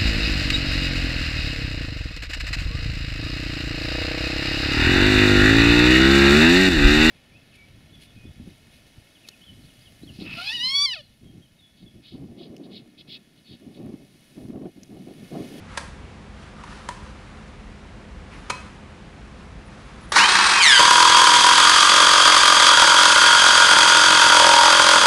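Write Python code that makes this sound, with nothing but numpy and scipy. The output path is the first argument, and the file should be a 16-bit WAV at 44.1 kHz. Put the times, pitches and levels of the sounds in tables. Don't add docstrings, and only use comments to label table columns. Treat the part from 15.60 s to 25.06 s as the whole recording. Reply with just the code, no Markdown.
import sys
import numpy as np
from scipy import signal
from scipy.fft import rfft, irfft, next_fast_len
from scipy.io import wavfile
from scipy.ndimage import uniform_filter1d

SR = 44100
rng = np.random.default_rng(int(sys.argv[2]) if len(sys.argv) > 2 else 0)


def wav_record(signal):
    frames = np.transpose(np.atleast_2d(signal))
    bounded = np.clip(frames, -1, 1)
    quanta = np.round(bounded * 32767).astype(np.int16)
    wavfile.write(sys.argv[1], SR, quanta)


def natural_amplitude(level_db):
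    exponent = np.asarray(level_db, float) / 20
    return 10 ** exponent


N = 417186

# (frequency [Hz], density [dB per Hz])
RUMBLE = [(15, -40), (25, -36), (37, 3), (65, 5), (123, -4), (157, -1), (395, -17.5), (424, -12.5),
          (700, -44), (910, -97), (1540, -120)]
# (frequency [Hz], density [dB per Hz])
AIR = [(120, -47), (200, -8.5), (398, -12), (419, -28), (497, -9.5), (580, -15.5), (689, -13),
       (2330, -19.5), (9860, -40), (12100, -40), (15800, -87), (22000, -120)]
# (frequency [Hz], level [dB rms])
MAINS = [(208, -51.5), (515, -61), (406, -63)]
# (start [s], hold [s], level [dB])
GLOVES = [(0.105, 0.12, -42.5), (.8, 0.062, -45), (0.972, 0.079, -50), (1.067, 0.16, -44.5),
          (1.245, 0.11, -48), (1.426, 0.067, -45), (1.548, 0.4, -54.5), (2.715, 0.066, -44),
          (2.82, 0.33, -50), (3.784, 0.065, -49), (4.1, 0.49, -51)]
# (frequency [Hz], density [dB per Hz])
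GLOVE_COLOUR = [(500, -7), (1200, 11), (2300, 0), (4000, -3.5), (6000, -9), (8500, -15), (11000, -14),
                (12300, -35)]
# (start [s], hold [s], level [dB], frequency [Hz], width [Hz])
RUBS = [
    (.1, .07, -52, 2100, 250),
    (.955, .08, -49, 1200, 150),
    (1.08, .11, -58, 5000, 2500),
    (2.712, .07, -50, 2300, 700),
]
# (start [s], length [s], from [Hz], to [Hz], level [dB])
SQUEAKS = [(1.045, .04, 10700, 8900, -66), (1.095, .075, 9950, 10550, -67), (1.09, .1, 8600, 9300, -65),
           (1.195, .06, 10100, 10750, -68), (2.72, .05, 10900, 10750, -64), (2.77, .06, 10700, 9950, -66),
           (4.05, .045, 10800, 8500, -61), (4.24, .045, 9950, 9900, -67), (4.405, .02, 9750, 10100, -58),
           (4.422, .045, 10100, 9650, -57), (4.482, 0.05, 9650, 10800, -53)]
# (time [s], peak [dB], spread [s], ringing re peak [dB], dullness [Hz])
KNOCKS = [
    (0.172, -16, 0.00202, -9, 3500),
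    (1.035, -37, 0.002, -6.5, 3480),
    (1.287, -19.5, 0.0012, -10.5, 3460),
    (2.897, -14.5, 0.0026, -12.5, 2900),
    (4.519, -10, 0.0014, -24, 3400),
]
# (frequency [Hz], level [dB], t60 [s])
KNOCK_MODES = [
    [(1074, 2, 0.04), (1620, 1, 0.057), (1370, 2, 0.023), (570, -5, 0.027)],
    [(1010, 15, 0.029)],
    [(980, 10.5, 0.045), (607, -3, 0.051)],
    [(1015, -1, 0.22), (1000, -3, 0.15), (2545, -1, 0.21), (4100, 1, .04), (5500, -11, .03),
     (1220, 11, 0.02), (600, 0, 0.025)],
    [(1300, -3, 0.04)],
]
# (time [s], gear mesh [Hz], torque re full load [dB])
MOTOR = [(4.522, 201, -40), (4.555, 395.6, -37), (4.59, 1970, -17), (4.63, 2360, -3), (4.66, 2490, -9),
         (4.74, 2600, -9.5), (4.91, 2565, -10), (4.95, 2545, -6), (5.01, 2485, -1), (5.04, 2137, 4),
         (5.07, 1888, 3.5), (5.12, 1655, 1), (5.18, 1542, 2), (5.25, 1622, -8.5), (6.0, 1611, -8),
         (8.0, 1607, -5.5), (9.46, 1627, -8)]
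# (multiple of mesh [1], level [dB])
MESH = [(1, -1), (2, 0), (3, -2), (4, -5), (5, -7), (6, -9)]
# (ratio to mesh [1], level [dB], share of surge gain [1])
FAN = [(0.635, -7, 0.15), (1.269, -5.5, 0.9)]
# (time [s], frequency [Hz], level [dB])
WHINE = [(4.64, 8300, -60), (4.68, 8570, -31), (4.74, 8650, -29), (4.77, 8650, -42), (4.81, 8640, -42),
         (4.83, 8630, -29), (4.92, 8500, -30), (4.98, 8430, -33), (5.01, 8250, -70)]
# (frequency [Hz], density [dB per Hz])
LOOSE_HISS = [(120, -63), (200, -11.5), (229, -31), (277, -18), (404, -16), (441, -22.5), (643, -19.5),
              (1020, -1), (1540, -2), (2580, -18.5), (2910, -0.5), (3900, 1.5), (8170, -16), (8750, -17),
              (12100, -22), (15800, -74), (22000, -120)]
# (frequency [Hz], density [dB per Hz])
LOADED_HISS = [(900, 3), (1800, -9), (3300, -1), (4200, -3.5), (6000, -5), (9000, -8.5), (11500, -14),
               (13000, -33)]
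# (frequency [Hz], width [Hz], level [dB])
HOUSING = [(980, 32, -5.5), (1190, 18, -10), (1860, 360, -33.5), (2410, 440, 6)]
# (frequency [Hz], width [Hz], level
# [dB])
MESH_BANDS = [(3290, 220, -6), (4700, 200, -9.5), (6350, 300, -13.5), (7770, 75, -28)]
# (start [s], rate [blows per s], count [blows])
HAMMER = [(5.194, 44, 1), (5.2044, 40.58, 4), (5.31, 42.23, 15), (5.6729, 43.86, 7), (5.8438, 44.01, 8),
          (6.0288, 44.96, 16), (6.3807, 44.96, 12), (6.6555, 44.64, 15), (7.0013, 44.33, 7),
          (7.1737, 42.66, 4), (7.2759, 44.33, 12), (7.5609, 48.08, 2), (7.6173, 44.64, 16),
          (7.9785, 44.96, 8), (8.1655, 44.8, 8), (8.3489, 44.48, 15), (8.7007, 43.86, 4),
          (8.7981, 42.81, 7), (8.965, 43.1, 19), (9.4157, 46.47, 3)]
# (frequency [Hz], level [dB], t60 [s])
PLANK = [(970, 8, 0.053), (1044.6, 4, 0.089), (1150, -2, 0.025)]
# (frequency [Hz], level [dB], t60 [s])
BENCH = [(607.7, -1, 0.071), (540, 4, 0.02), (453, -18, 0.14), (665, -13, 0.024)]
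# (frequency [Hz], level [dB], t60 [s])
SHANK = [(1209.3, 8, 0.035), (1095, -5, 0.022), (1358, -7, 0.032)]
# (frequency [Hz], level [dB], t60 [s])
BIT = [(1430.6, 5, 0.071), (1540, -1, 0.026), (1354, 0, 0.094)]
# (frequency [Hz], level [dB], t60 [s])
HEAD = [(953, 9.5, 0.053), (855, -0.5, 0.049), (787, -8.5, 0.024)]
# (frequency [Hz], level [dB], t60 [s])
ANVIL = [(313.8, -5.5, 0.043), (332, -7, 0.056), (151.7, -11, 0.028), (1946, 0, 0.0082), (2546, 3.5, 0.02),
         (2740, -9, 0.011)]
# (ringing [dB], gain in its turn [dB], from [s], to [s], gain as the head seats [dB])
TURNS = [
    (-30.5, 6, 5.1, 6.0, 2),
    (-38, 7, 6.3, 8.9, 10),
    (-30, 7, 6.05, 7.1, 0.5),
    (-30.5, 7, 7.1, 8.75, 6),
    (-36, 6, 7.1, 9.1, 8),
    (-30, 4.5, 8.1, 9.6, -2.5),
]
# (frequency [Hz], density [dB per Hz])
CRACK = [(700, 4.5), (1500, 3.5), (2500, -7.5), (3300, -4), (4500, -2.5), (7000, -12), (10000, -19.5),
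         (12300, -7)]

RUMBLE_DB, AIR_DB, SHAKE_DB = -45.5, -47.5, -43.5
DUCK_DB, STALL_DUCK_DB = -3.5, -21
GRIP_S, LET_GO_S = 0.052, 0.07
FOLD_HZ, FOLD_DB = 11025, -3
SHED_T60_S, SHED_DB, KNOCK_SHED_DB = 0.49, -11, -10
RATTLE_DB, RATTLE_FADE_S = -18.5, 0.084
MESH_DB, SLACK_DB = -5, -14
FAN_DB, FAN_SURGE_DB = -26, 20
SURGE_HZ_PER_S = 3700
HISS_DB, ENGAGE_S, ENGAGE_RISE_S = -14, 4.553, 0.0079
CREEP_DB, SLOWING_DB = -9, -2
LURCH_DB, LURCH_FADE_S = 9.5, 0.037
STALL_DB, HAMMERING_DB = 1, 1.5
RACE, RACE_PEAK, RACE_LOW = 0.0464, 0.22, 0.937
HANDOVER_S, SEATING_S, SEATING_RISE_S = 0.026, 8.8, 0.12
FIRST_THUMP_DB = 18
TOP = 0.88


def rms_one(x):
    return x / np.sqrt(np.mean(x ** 2) + 1e-20)


def in_time(rows, before=None):
    s, *columns = np.transpose(rows)
    return [np.interp(np.arange(N) / SR, s, c, left=before) for c in columns]


def between(start_s, end_s, rise_s, fall_s):
    t = np.arange(N) / SR
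    return (1 + np.tanh((t - start_s) / rise_s)) * (1 + np.tanh((end_s - t) / fall_s)) / 4


def drift(rate):
    sos = signal.butter(2, rate, fs=SR / 20, output="sos")
    slow = signal.sosfilt(sos, rng.standard_normal(N // 20 + 4002))[4000:]
    return np.interp(np.arange(N) / 20, np.arange(len(slow)), rms_one(slow))


def coloured(spectrum):
    size = next_fast_len(N)
    hz = np.maximum(np.arange(size // 2 + 1) * SR / size, 1)
    at, level_db = np.transpose(spectrum)
    shape = natural_amplitude(np.interp(np.log(hz), np.log(at), level_db, left=-90, right=-90))
    return rms_one(irfft(rfft(rng.standard_normal(size)) * shape, size)[:N])


def high_pass(x, hz):
    return signal.sosfilt(signal.butter(2, hz, "high", fs=SR, output="sos"), x)


def ring(clicks, hz, t60):
    r, w = natural_amplitude(-60 / (t60 * SR)), 2 * np.pi * hz / SR
    return signal.lfilter([0, np.sin(w)], [1, -2 * r * np.cos(w), r * r], clicks + 1e-18)


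def fade(clicks, tau_s):
    return signal.lfilter([1], [1, -np.exp(-1 / (tau_s * SR))], np.abs(clicks) + 1e-18)


def blows():
    return np.concatenate([s + np.arange(count) / per_s for s, per_s, count in HAMMER]) - 0.0025


def shed(x):
    t = np.arange(round(0.6 * SR)) / SR
    white = rng.standard_normal(len(t)) * (t > 0.004)
    dull = signal.lfilter([0.3], [1, -0.7], white)
    tail = dull * natural_amplitude(-60 * t / SHED_T60_S) + 0.7 * (white - dull) * natural_amplitude(-70 * t / SHED_T60_S)
    return signal.fftconvolve(x, tail / np.linalg.norm(tail))[:N]


def squeaks():
    out = np.zeros(N)
    for s, length, from_hz, to_hz, db in SQUEAKS:
        t = np.arange(round(length * SR)) / SR
        turns = (from_hz + (to_hz - from_hz) * t / length / 2) * t
        whistle = np.sin(2 * np.pi * turns)
        mirror = np.sin(2 * np.pi * (2 * FOLD_HZ * t - turns))
        both = whistle + natural_amplitude(FOLD_DB) * mirror
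        out[round(s * SR):][:len(t)] += natural_amplitude(db) * signal.windows.tukey(len(t), 0.5) * both
    return out


def gloves():
    touch = sum(natural_amplitude(db) * between(s, s + hold, GRIP_S, LET_GO_S) for s, hold, db in GLOVES)
    rustle = touch * natural_amplitude(1.1 * drift(40)) * coloured(GLOVE_COLOUR)
    skin, rub = rng.standard_normal(N), np.zeros(N)
    for s, hold, db, hz, width in RUBS:
        stroke = between(s, s + hold, 0.01, 0.017)
        rub += natural_amplitude(db) * stroke * rms_one(ring(skin, hz, 3.2 / width))
    return rustle + rub + squeaks()


def surroundings():
    first = blows()[0]
    duck_db = DUCK_DB * between(5.06, 99, 0.078, 1) + STALL_DUCK_DB * between(5.04, first, 0.03, 0.005)
    t = np.arange(N) / SR
    hum = sum(natural_amplitude(db + 1.5 + 1.2 * drift(26)) * np.sin(2 * np.pi * hz * t) for hz, db in MAINS)
    rumble = natural_amplitude(RUMBLE_DB + duck_db + 3.0 + 0.56 * drift(13.0)) * coloured(RUMBLE)
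    air = natural_amplitude(AIR_DB + duck_db) + natural_amplitude(SHAKE_DB) * between(first, 99, 0.041, 1)
    return hum + rumble + air * coloured(AIR)


def knocks():
    out, white = np.zeros(N), rng.standard_normal(N)
    for (s, peak_db, spread_s, ring_db, dull_hz), modes in zip(KNOCKS, KNOCK_MODES):
        x = np.clip((np.arange(N) / SR - s) / spread_s, 0, 600)
        swell = (x / 2) ** 2 * np.exp(2 - x)
        rattle = natural_amplitude(RATTLE_DB) * np.tanh(x / 2) * np.exp(-x * spread_s / RATTLE_FADE_S)
        chatter = natural_amplitude(peak_db) * white * (swell + rattle)
        band = signal.butter(1, [650, min(dull_hz, 15000)], "band", fs=SR, output="sos")
        out += signal.sosfilt(band, chatter)
        click = np.zeros(N)
        click[round((s + 2 * spread_s) * SR)] = natural_amplitude(peak_db + ring_db)
        out += sum(natural_amplitude(db) * ring(click, hz, t60) for hz, db, t60 in modes)
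    return out


def gear_hiss(taut, hammering):
    creep = between(0, ENGAGE_S + ENGAGE_RISE_S / 2, 1e-3, ENGAGE_RISE_S / 2)
    lurch = between(ENGAGE_S, ENGAGE_S + LURCH_FADE_S, 0.01, LURCH_FADE_S)
    level_db = HISS_DB + SLOWING_DB * between(9.1, 99, 0.86, 1) + CREEP_DB * creep + LURCH_DB * lurch
    level_db = level_db + taut * np.where(hammering, HAMMERING_DB, STALL_DB)
    loose = coloured(LOOSE_HISS) * natural_amplitude(2.0 * drift(67))
    boxy = sum(natural_amplitude(db) * rms_one(ring(loose, hz, 2.2 / width)) for hz, width, db in HOUSING)
    boxy_gain = natural_amplitude(-9.0 - 4.76 * hammering)
    bright = coloured(LOADED_HISS) * natural_amplitude(2.0 * drift(86))
    banded = np.zeros(N)
    for hz, width, db in MESH_BANDS:
        banded += natural_amplitude(db) * rms_one(ring(loose, hz, np.log(1000) / (np.pi * width)))
    hiss = (1 - taut) * loose + taut * (natural_amplitude(-5.0) * bright + hammering * banded)
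    return natural_amplitude(level_db - 1.5) * (hiss + boxy_gain * boxy)


def motor():
    mesh_hz, torque_db = in_time(MOTOR)
    whine_hz, whine_db = in_time(WHINE)
    t, times = np.arange(N) / SR, blows()
    struck = np.interp(t, times, np.arange(len(times)))
    hammering = struck > 0
    on = np.arange(N) >= MOTOR[0][0] * SR
    taut = np.clip((t - 5.0) / 0.02, 0, 1)

    swing = hammering * np.interp(struck, [RACE_PEAK, RACE_LOW], [1, -1], period=1)
    speed = 1 + RACE * swing * (1 + 0.15 * drift(15.75)) + 0.00295 * drift(54.8)
    turns = np.cumsum(mesh_hz * speed) / SR
    wobble = 1 + np.where(hammering, 0.3, 0.7) * np.cos(2 * np.pi * turns / 13.0)
    mesh = np.zeros(N)
    for k, db in MESH:
        muffle_db = -5.5 * (k * mesh_hz / 6000) ** 2 + 4 * np.tanh(drift(60))
        slack_db = SLACK_DB * (k > 1) * (1 - taut)
        mesh += natural_amplitude(db + muffle_db + slack_db) * np.sin(2 * np.pi * k * turns)

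    surge = np.tanh(uniform_filter1d(np.abs(np.gradient(mesh_hz)) * SR, size=900) / SURGE_HZ_PER_S)
    surge = surge + taut * (0.55 - surge)
    fan_db = FAN_DB + 30 * np.log10(np.minimum(mesh_hz / 2200, 1)) * (1 - taut) - 40 * hammering
    fan = np.zeros(N)
    for k, db, share in FAN:
        fan += natural_amplitude(db + share * FAN_SURGE_DB * surge + 2.0 * drift(32)) * np.sin(2 * np.pi * k * turns)

    whine = natural_amplitude(whine_db + drift(30)) * np.sin(2 * np.pi * np.cumsum(whine_hz) / SR)
    tones = natural_amplitude(MESH_DB + torque_db - 8.0) * wobble * mesh + natural_amplitude(fan_db) * fan + whine
    return on * (tones + gear_hiss(taut, hammering))


def hammer():
    times = blows()
    seated = between(SEATING_S, 99, SEATING_RISE_S, 1)
    levels_db = [db + turn_db * between(s, end, HANDOVER_S, HANDOVER_S) + seat_db * seated
                 for db, turn_db, s, end, seat_db in TURNS]
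    jolt_db = FIRST_THUMP_DB * between(0, times[0] + 0.02, 1e-3, 0.02)
    levels_db[1] = levels_db[1] + jolt_db
    levels_db[5] = levels_db[5] + 0.5 * jolt_db

    luck = rng.standard_normal((200, 50))[:len(times)]
    at = ((times + 0.00012 * luck[:, 0]) * SR).astype(int)
    second = np.minimum(at + round(0.00246 * SR), N - 1)
    rebound = np.minimum(at + ((0.0105 + 0.00042 * luck[:, 1]) * SR).astype(int), N - 1)
    ringing, column = np.zeros(N), 26
    for modes, level_db in zip((PLANK, BENCH, SHANK, BIT, HEAD, ANVIL), levels_db):
        for hz, db, t60 in modes:
            clicks = np.zeros(N)
            clicks[at] = natural_amplitude(db - 7 + 1.3 * luck[:, 2] + luck[:, column])
            in_step = round(round(0.0025 * hz) / hz * SR)
            clicks[np.minimum(at + in_step, N - 1)] += clicks[at] * natural_amplitude(3 + luck[:, 21])
            clicks[rebound] = clicks[at] * natural_amplitude(-12 + 3 * luck[:, 3])
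            ringing += (-1) ** column * natural_amplitude(level_db + 10.5) * ring(clicks, hz, t60)
            column += 1

    clicks = np.zeros(N)
    clicks[at] = natural_amplitude(-9.0 + 2 * luck[:, 2] + 2 * luck[:, 24])
    clicks[second] = natural_amplitude(-9 + 2 * luck[:, 2] + 2.0 * luck[:, 22])
    clicks[rebound] = natural_amplitude(-20 + 3 * luck[:, 23])
    crack = fade(clicks, 0.003) * coloured(CRACK)
    return high_pass(ringing, 130) + high_pass(crack, 1500)


def scene():
    background = surroundings() + gloves()
    knock = knocks()
    tool = motor() + hammer()
    echoes = shed(natural_amplitude(SHED_DB) * tool + natural_amplitude(KNOCK_SHED_DB) * knock)
    return (tool + knock + echoes + background)[None]


def low_pass(x):
    return signal.sosfilt(signal.butter(12, 12270, fs=SR, output="sos"), x)


def record(dry):
    rounded = TOP * np.tanh(dry / TOP / 1.055)
    mix = signal.sosfilt(signal.cheby2(8, 45, 12400, fs=SR, output="sos"), rounded)
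    return low_pass(mix)


dry = scene()
out = record(dry)
wav_record(out)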